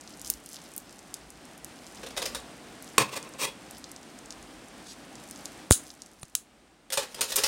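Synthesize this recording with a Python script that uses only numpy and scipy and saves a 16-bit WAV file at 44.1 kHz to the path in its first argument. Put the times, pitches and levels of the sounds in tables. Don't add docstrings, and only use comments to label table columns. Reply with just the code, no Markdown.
import sys
import numpy as np
from scipy import signal
from scipy.fft import rfft, irfft
from scipy.io import wavfile

SR = 44100
rng = np.random.default_rng(int(sys.argv[2]) if len(sys.argv) > 2 else 0)


def materialize(psi):
    bounded = np.clip(np.atleast_2d(psi).T, -1, 1)
    quanta = np.round(bounded * 32767).astype(np.int16)
    wavfile.write(sys.argv[1], SR, quanta)


N = 329427
TIME = np.arange(N) / SR
SIZE = 8192
FREQS = np.maximum(np.fft.rfftfreq(SIZE, 1 / SR), 1)
OCTAVES = np.log2(FREQS + 200)


def amp(db):
    return 10 ** (np.asarray(db) / 20)


def unit(x):
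    return x / np.sqrt(np.mean(x ** 2))


def curve(rows):
    return np.interp(TIME, *np.transpose(rows))


def swells(rows, rest_db):
    moves = 0
    for middle, half_length, db in rows:
        moves = moves + amp(db) ** 2 * np.exp(-2 * ((TIME - middle) / half_length) ** 2)
    return 10 * np.log10(amp(rest_db) ** 2 + moves)


def add(out, start_s, x):
    first = max(int(start_s * SR), 0)
    out[first:first + len(x)] += x[:max(N - first, 0)]


def through(x, response):
    return signal.fftconvolve(x, response)[:N]


def spectrum(points, modes=()):
    hz, db = np.transpose(points)
    broad = np.interp(np.log(FREQS), np.log(hz), db)
    peaks = sum(amp(2 * gain) / (1 + (2 * (FREQS - f) / width) ** 2) for f, width, gain in modes)
    return broad + 10 * np.log10(1 + peaks)


def ring(db):
    cepstrum = irfft(np.log(amp(db)))
    cepstrum[1:SIZE // 2] *= 2
    cepstrum[SIZE // 2 + 1:] = 0
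    response = irfft(np.exp(rfft(cepstrum)))[:SIZE // 2]
    return response / np.linalg.norm(response)


def friction(response, db, rise, length, grit_db, release):
    t = np.arange(int((length + 10 * release) * SR) + 2) / SR
    swell = np.minimum(t / max(rise, 1 / SR), 1)
    push = swell * np.exp(-np.maximum(t - length, 0) / release)
    impacts = rng.standard_normal(len(t)) * amp(grit_db * rng.standard_normal(len(t)))
    x = signal.fftconvolve(push * impacts, response)
    return x * amp(db) * np.linalg.norm(push) / np.linalg.norm(x)


def echoes(x, wet_db, t60_low, t60_high, delay=0.0041):
    t = np.arange(SR // 2) / SR
    noise = rng.standard_normal(len(t))
    low = signal.sosfilt(signal.butter(2, 3000, fs=SR, output="sos"), noise)
    high = signal.sosfilt(signal.butter(2, 3000, "high", fs=SR, output="sos"), noise)
    low = low * np.exp(-np.log(1000) * t / t60_low)
    high = high * np.exp(-np.log(1000) * t / t60_high)
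    tail = (low - high) * (t > delay)
    return x + amp(wet_db) * through(x, tail / np.linalg.norm(tail))


def snap(hz, octaves, skirt_db=36, flutter=.06, flutter_s=0.0034):
    distance = np.where(FREQS < hz, np.log2(FREQS / hz), (FREQS / hz - 1) / np.log(2))
    shape_db = skirt_db * (np.exp(-(distance / octaves) ** 2 / 7) - 1)
    bass_loss_db = 10 * np.log10(1 + (2400 / (FREQS + 500)) ** 4)
    t = np.arange(SIZE // 16) / SR
    kick = flutter * rng.standard_normal(len(t)) * np.exp(-t / flutter_s)
    kick[0] = 1
    x = signal.fftconvolve(kick, ring(shape_db - bass_loss_db))
    return x / np.linalg.norm(x)


# (t/s, level/dB)
ROOM_LEVEL = [(0, -51), (1.5, -51), (1.9, -47.5), (3.7, -49), (5.65, -48), (6.1, -57), (6.85, -60.5),
              (7.1, -52)]
# (f/Hz, level/dB)
ROOM_NOISE = [(28, -26.5), (60, -11), (100, -9.5), (180, -2), (300, 1.5), (400, -6.5), (600, -6.5),
              (770, -5.5), (930, -10), (1500, -11.5), (3000, -15.5), (7000, -22), (9400, -20.5),
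              (10300, -31), (16000, -38.5)]


def room(waver_db=1.22):
    noise = unit(through(rng.standard_normal(N), ring(spectrum(ROOM_NOISE))))
    knots = np.arange(0, N / SR, 1 / 10)
    waver = np.interp(TIME, knots, rng.standard_normal(len(knots)))
    return noise * amp(curve(ROOM_LEVEL) + waver_db * waver)


ARMS_RESTING_DB = -68
# (middle t/s, half length/s, level/dB)
ARM_MOVES = [(.28, .13, -57), (1.3, .08, -59), (1.68, .06, -60), (2.25, .2, -55), (4.45, .2, -60),
             (7.42, .1, -54)]


def rumble():
    colour = spectrum([(20, -36), (42, -5), (56, 1), (80, -14.5), (200, -50)])
    noise = through(rng.standard_normal(N), ring(colour))
    return unit(noise) * amp(swells(ARM_MOVES, ARMS_RESTING_DB))


# (t/s, level/dB before build-up and fading, f/Hz, rise/s, time to fade by 60 dB/s)
THUMPS = [(5.7094, 8.5, 400, 0.000103, 0.00271), (5.7104, -5, 71.2, 0.00041, 0.036),
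          (5.7165, -12.5, 87.5, 0.0009, .024), (6.231, -25, 970, .0001, 0.00302),
          (6.2325, -33, 152, 0.00057, 0.033), (6.980, -13.5, 556.5, 0.00301, 0.0485)]


def thumps(crack_db=-1.5, crack_s=0.001215, crack_hz=2000):
    out, t = np.zeros(N), np.arange(SIZE) / SR
    dull = signal.butter(1, min(crack_hz, SR / 3), fs=SR, output="sos")
    for k, (s, db, hz, rise, t60) in enumerate(THUMPS):
        swing = np.sin(2 * np.pi * hz * t) * np.exp(-np.log(1000) * t / t60)
        crack = signal.sosfilt(dull, rng.standard_normal(SIZE)) * np.exp(-t / crack_s)
        crack = amp(crack_db) * hz / 700 * crack
        direction = -(-1) ** k
        add(out, s, direction * amp(db) * (swing + crack) * (1 - np.exp(-t / rise)))
    return out


# (t/s, level/dB, length/s, tilt/dB per octave, f/Hz at which the touched piece rings)
SCUFFS = [(2.031, -38, .011, -4, 485), (2.062, -40, .012, -2, 3870), (2.104, -45, .008, -1.5, 5100),
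          (2.165, -35, .008, -1.5, 3750), (2.173, -27.5, .008, -.7, 3750), (2.218, -30, .011, -1.5, 3810),
          (2.255, -29, .009, -.5, 5080), (2.347, -31, .009, -.5, 3800), (6.902, -35, .004, 0, 3380),
          (6.922, -28, .02, 2.2, 8600), (6.972, -23.5, .011, -1, 920), (7.144, -36.5, .006, .5, 4770),
          (7.2085, -22, .0105, 1.5, 9120), (7.319, -28.5, .009, 1, 3820), (7.3578, -19.5, .009, 4.5, 13800),
          (7.377, -26.5, .015, -1, 10800), (7.435, -20.5, .011, .5, 4700)]
# (t/s, final level/dB, length/s, tilt/dB per octave)
SHOVES = [(2.1, -49, .28, -2), (7.005, -36, .03, -1), (7.06, -51, .07, 0), (7.155, -39, .04, -3.5),
          (7.265, -34.5, .045, 1), (7.395, -37, .035, 1), (7.445, -28, .02, .8)]
# (f/Hz, level/dB)
STEEL = [(80, -22.5), (250, -18), (480, -7.5), (750, -11), (1200, -10), (3000, -8), (5500, -7), (9200, -11),
         (10200, -14), (13000, -17), (16000, -23.5)]
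# (f/Hz, width/Hz, level/dB relative to the broad colour)
STEEL_MODES = [(555, 90.5, 9), (931.5, 42.5, 7), (1139, 59, 4), (1735, 38, -5), (3780, 90, -1),
               (9260, 110, 8.5)]
BUMP_RISE_S, BUMP_RELEASE_S = .001, .002
SKID_DB, SKID_TILT_DB, SKID_RELEASE_S = -13, -.2, .005
HARD_BUMP_DB, HARD_SKID_S, SKID_DOUBLES_DB = -22, .028, 6


def tools(ring_db=5, ring_q=15):
    out, colour = np.zeros(N), spectrum(STEEL, STEEL_MODES)
    skid_body = ring(colour + SKID_TILT_DB * OCTAVES)
    for s, db, length, tilt, hz in SCUFFS:
        piece = spectrum(STEEL, [*STEEL_MODES, (hz, hz / ring_q, ring_db)]) + tilt * OCTAVES
        add(out, s, friction(ring(piece), db, BUMP_RISE_S, length, grit_db=5, release=BUMP_RELEASE_S))
        skid_s = HARD_SKID_S * 2 ** (min(db - HARD_BUMP_DB, 0) / SKID_DOUBLES_DB)
        skid = friction(skid_body, db + SKID_DB, BUMP_RISE_S, skid_s, grit_db=6, release=SKID_RELEASE_S)
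        add(out, s + length, skid)
    for s, db, length, tilt in SHOVES:
        body = ring(colour + tilt * OCTAVES)
        add(out, s, friction(body, db, length, length, grit_db=5.5, release=.008))
    return echoes(out, wet_db=-5.5, t60_low=0.267, t60_high=0.1665, delay=0.00586)


# (t/s, level/dB, length/s)
DRAGS = [(3.078, -42, .022), (3.112, -36.5, .033), (3.15, -32, .029), (3.18, -47, .1), (3.32, -48, .04),
         (3.381, -28, .0736), (3.455, -38, .036)]
# (f/Hz, level/dB)
BENCH = [(40, -33), (100, -11), (200, -8), (400, -4), (750, -10), (1100, -6), (1500, -11.5), (2600, -6),
         (3200, -10), (6000, -8.5), (9200, -10.5), (10000, -16.5), (16000, -18.5)]
# (f/Hz, width/Hz, level/dB relative to the broad colour)
BENCH_MODES = [(137, 16, 9.5), (407.6, 30, 3), (505.2, 24, 13), (565, 38, 6), (907, 27, 9),
               (1038.7, 63, 11.5), (1120, 70, 3), (1718.6, 30, 7.5), (1978, 28, 8), (2100, 25, 1),
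               (2434, 50, 11.5), (2670, 80, 8), (3354, 45, 10), (3740, 40, 9), (4390, 70, 5), (4540, 40, 3),
               (5560, 50, 3), (6240, 23, -3.5), (8090, 100, 6), (9030, 70, 10.5)]
# (f/Hz, level/dB)
BOOM = [(40, -28), (80, -3), (130, 0), (200, -11), (320, -11), (600, -38)]
KNOCK_S, KNOCK_DB, KNOCK_LENGTH_S = 2.98, -9.5, .004
JUDDER_DB, JUDDER_S, JUDDER_RELEASE_S, JUDDER_TILT_DB = -25, .04, .006, -1.7
BOOM_DB, BOOM_RELEASE_S = -38, .05
DRAG_RISE_SHARE = .58
FIRM_DRAG_DB, DULLING_PER_DB = -31, .22


def bench():
    out, colour = np.zeros(N), spectrum(BENCH, BENCH_MODES)
    knock = friction(ring(colour), KNOCK_DB, .00094, KNOCK_LENGTH_S, grit_db=2, release=.0014)
    add(out, KNOCK_S, knock)
    after = KNOCK_S + KNOCK_LENGTH_S
    body = ring(colour + JUDDER_TILT_DB * OCTAVES)
    add(out, after, friction(body, JUDDER_DB, .0018, JUDDER_S, grit_db=3, release=JUDDER_RELEASE_S))
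    board = ring(spectrum(BOOM))
    add(out, after, friction(board, BOOM_DB, 0, KNOCK_LENGTH_S, grit_db=0, release=BOOM_RELEASE_S))
    for s, db, length in DRAGS:
        body = ring(colour + DULLING_PER_DB * (db - FIRM_DRAG_DB) * OCTAVES)
        add(out, s, friction(body, db, DRAG_RISE_SHARE * length, length, grit_db=3, release=.002))
    return echoes(out, wet_db=-9, t60_low=0.227, t60_high=0.16, delay=0.005155)


# (t/s, level/dB, rise/s, length/s, release/s, tilt/dB per octave)
BLADES = [(5.705, -28, .0002, 0.0019, .0005, 1), (5.7088, -6, 0.00022, 0.00068, 0.00041, 1.8),
          (5.7132, -16.5, 0.0052, 0.0074, 0.02196, 0.24), (6.2307, -36, .0001, 0.00142, 0.00174, -4),
          (6.3516, -13, .0001, 0.00063, 0.00134, -0.22), (6.354, -37.5, 0.00092, .004, 0.0229, -0.75)]
# (f/Hz, level/dB)
BLADE = [(200, -26.5), (900, -25.5), (1370, -12), (2100, -26), (2900, -12.5), (4800, -11.5), (6000, -9),
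         (6500, 0.5), (7600, 0), (10200, 0), (11200, -9.5), (13000, -17), (16000, -13)]
# (f/Hz, width/Hz, level/dB relative to the broad colour)
BLADE_MODES = [(3890, 220, 6), (6950, 60, -2.5), (7600, 87, -3.5), (14250, 300, 1.5)]
SQUEAK_S, SQUEAK_DB, SQUEAK_HZ, SQUEAK_LENGTH_S = 6.2135, -44.5, 9350, .016


def scissors():
    out, colour = np.zeros(N), spectrum(BLADE, BLADE_MODES)
    for s, db, rise, length, release, tilt in BLADES:
        body = ring(colour + tilt * OCTAVES)
        add(out, s, friction(body, db, rise, length, grit_db=2.5, release=release))
    swell = np.hanning(int(SQUEAK_LENGTH_S * SR))
    tone = np.sin(2 * np.pi * SQUEAK_HZ * TIME[:len(swell)])
    add(out, SQUEAK_S, amp(SQUEAK_DB) * swell * tone)
    return echoes(out, wet_db=-19.5, t60_low=.2, t60_high=.2)


def slide():
    out = np.zeros(N)
    film = snap(4860, 1.0)
    add(out, 4.835, friction(film, db=-45.5, rise=0.068, length=0.0833, grit_db=7.5, release=.018))
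    return out


HOLD_DB = -64
STILL_S, STILL_DB_PER_S = 6.3, 100
# (middle t/s, half length/s, level/dB)
GRIPS = [(.12, .14, -57), (.275, .04, -43.5), (.52, .06, -48), (.68, .09, -56), (.92, .03, -56),
         (1.9, .14, -55), (2.88, .06, -54.5), (3.75, .05, -55), (5.35, .2, -57), (5.89, .05, -53)]


def handling():
    return swells(GRIPS, HOLD_DB) - STILL_DB_PER_S * np.maximum(TIME - STILL_S, 0)


def rustle(rate=1500, spread_db=6.0):
    out = 0
    for hz, db in [(4800, 2.5), (8000, 4.5), (12000, -7)]:
        sizes = amp(spread_db * np.minimum(rng.exponential(size=N), 5)) * rng.choice([-1, 1], N)
        happens = rng.random(N) < rate / SR
        out = out + amp(db) * through(sizes * happens, snap(hz, 0.64))
    return echoes(unit(out) * amp(handling()), wet_db=-13.5, t60_low=.2, t60_high=.16)


BUSY_DB, TICKS_PER_S, TICK_POWER = -50, 23, 1.1
TICK_DB, TICK_SPREAD_DB, TICK_HZ, TICK_SPREAD_OCTAVES = -46, 2, 7600, .2


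def small_creases(count=200):
    rate = TICKS_PER_S * amp(handling() - BUSY_DB) ** TICK_POWER
    due = np.cumsum(rate) / SR
    turns = np.arange(count) + rng.random(count)
    chance = rng.standard_normal((count, 2))
    rows = []
    for turn, (size, pitch) in zip(turns, chance):
        if turn < due[-1]:
            s = np.interp(turn, due, TIME)
            hz = TICK_HZ * 2 ** (TICK_SPREAD_OCTAVES * pitch)
            rows.append((s, TICK_DB + TICK_SPREAD_DB * size, hz))
    return rows


SOFT_SNAP_DB, SOFT_SNAP_OCTAVES, OCTAVES_PER_DB = -40, .48, .018
# (t/s, level/dB over 2 ms, ring f/Hz)
CREASES = [(0.0109, -40, 7200), (0.076, -41, 5460), (0.1958, -41, 7500), (0.2155, -35, 8260),
           (0.272, -36, 6400), (0.3011, -15.5, 10300), (0.3382, -35, 7100), (0.461, -38, 8800),
           (0.559, -41, 4700), (0.5671, -38.5, 4500), (0.738, -42, 8100), (0.764, -30, 13700),
           (0.7793, -28.5, 10300), (0.9915, -43, 6800), (1.1418, -28, 7200), (1.3042, -40.5, 8340),
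           (1.646, -33, 8280), (2.825, -39, 9700), (3.228, -37.5, 6830), (3.3377, -43, 6500),
           (3.7103, -38, 8900), (3.8421, -35, 5140), (3.9165, -37.5, 8580), (3.963, -38.5, 5900),
           (4.1892, -42, 7300), (4.3065, -33, 5610), (4.3246, -38.5, 5740), (5.1552, -41, 6660),
           (5.311, -34.5, 8100), (5.4566, -29.5, 6600), (5.7249, -15.5, 5900), (5.9035, -39, 4750),
           (6.02, -35.5, 6340)]


def creases():
    out = np.zeros(N)
    window = np.sqrt(.002 * SR)
    for s, db, hz in [*CREASES, *small_creases()]:
        octaves = SOFT_SNAP_OCTAVES + OCTAVES_PER_DB * max(db - SOFT_SNAP_DB, 0)
        add(out, s, amp(db) * window * snap(hz, octaves))
    return echoes(out, wet_db=-15, t60_low=.2, t60_high=.17)


def scene():
    background = room() + rumble()
    work = thumps() + tools() + bench() + scissors()
    bag = slide() + rustle() + creases()
    return (background + work + bag)[None]


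TOP_HZ = 15900


def record(dry):
    thin = signal.sosfilt(signal.butter(1, 25, "high", fs=SR, output="sos"), dry)
    clipped = np.clip(thin, -1, 1)
    return signal.sosfilt(signal.ellip(10, .2, 80, TOP_HZ, fs=SR, output="sos"), clipped)


dry = scene()
out = record(dry)
materialize(out)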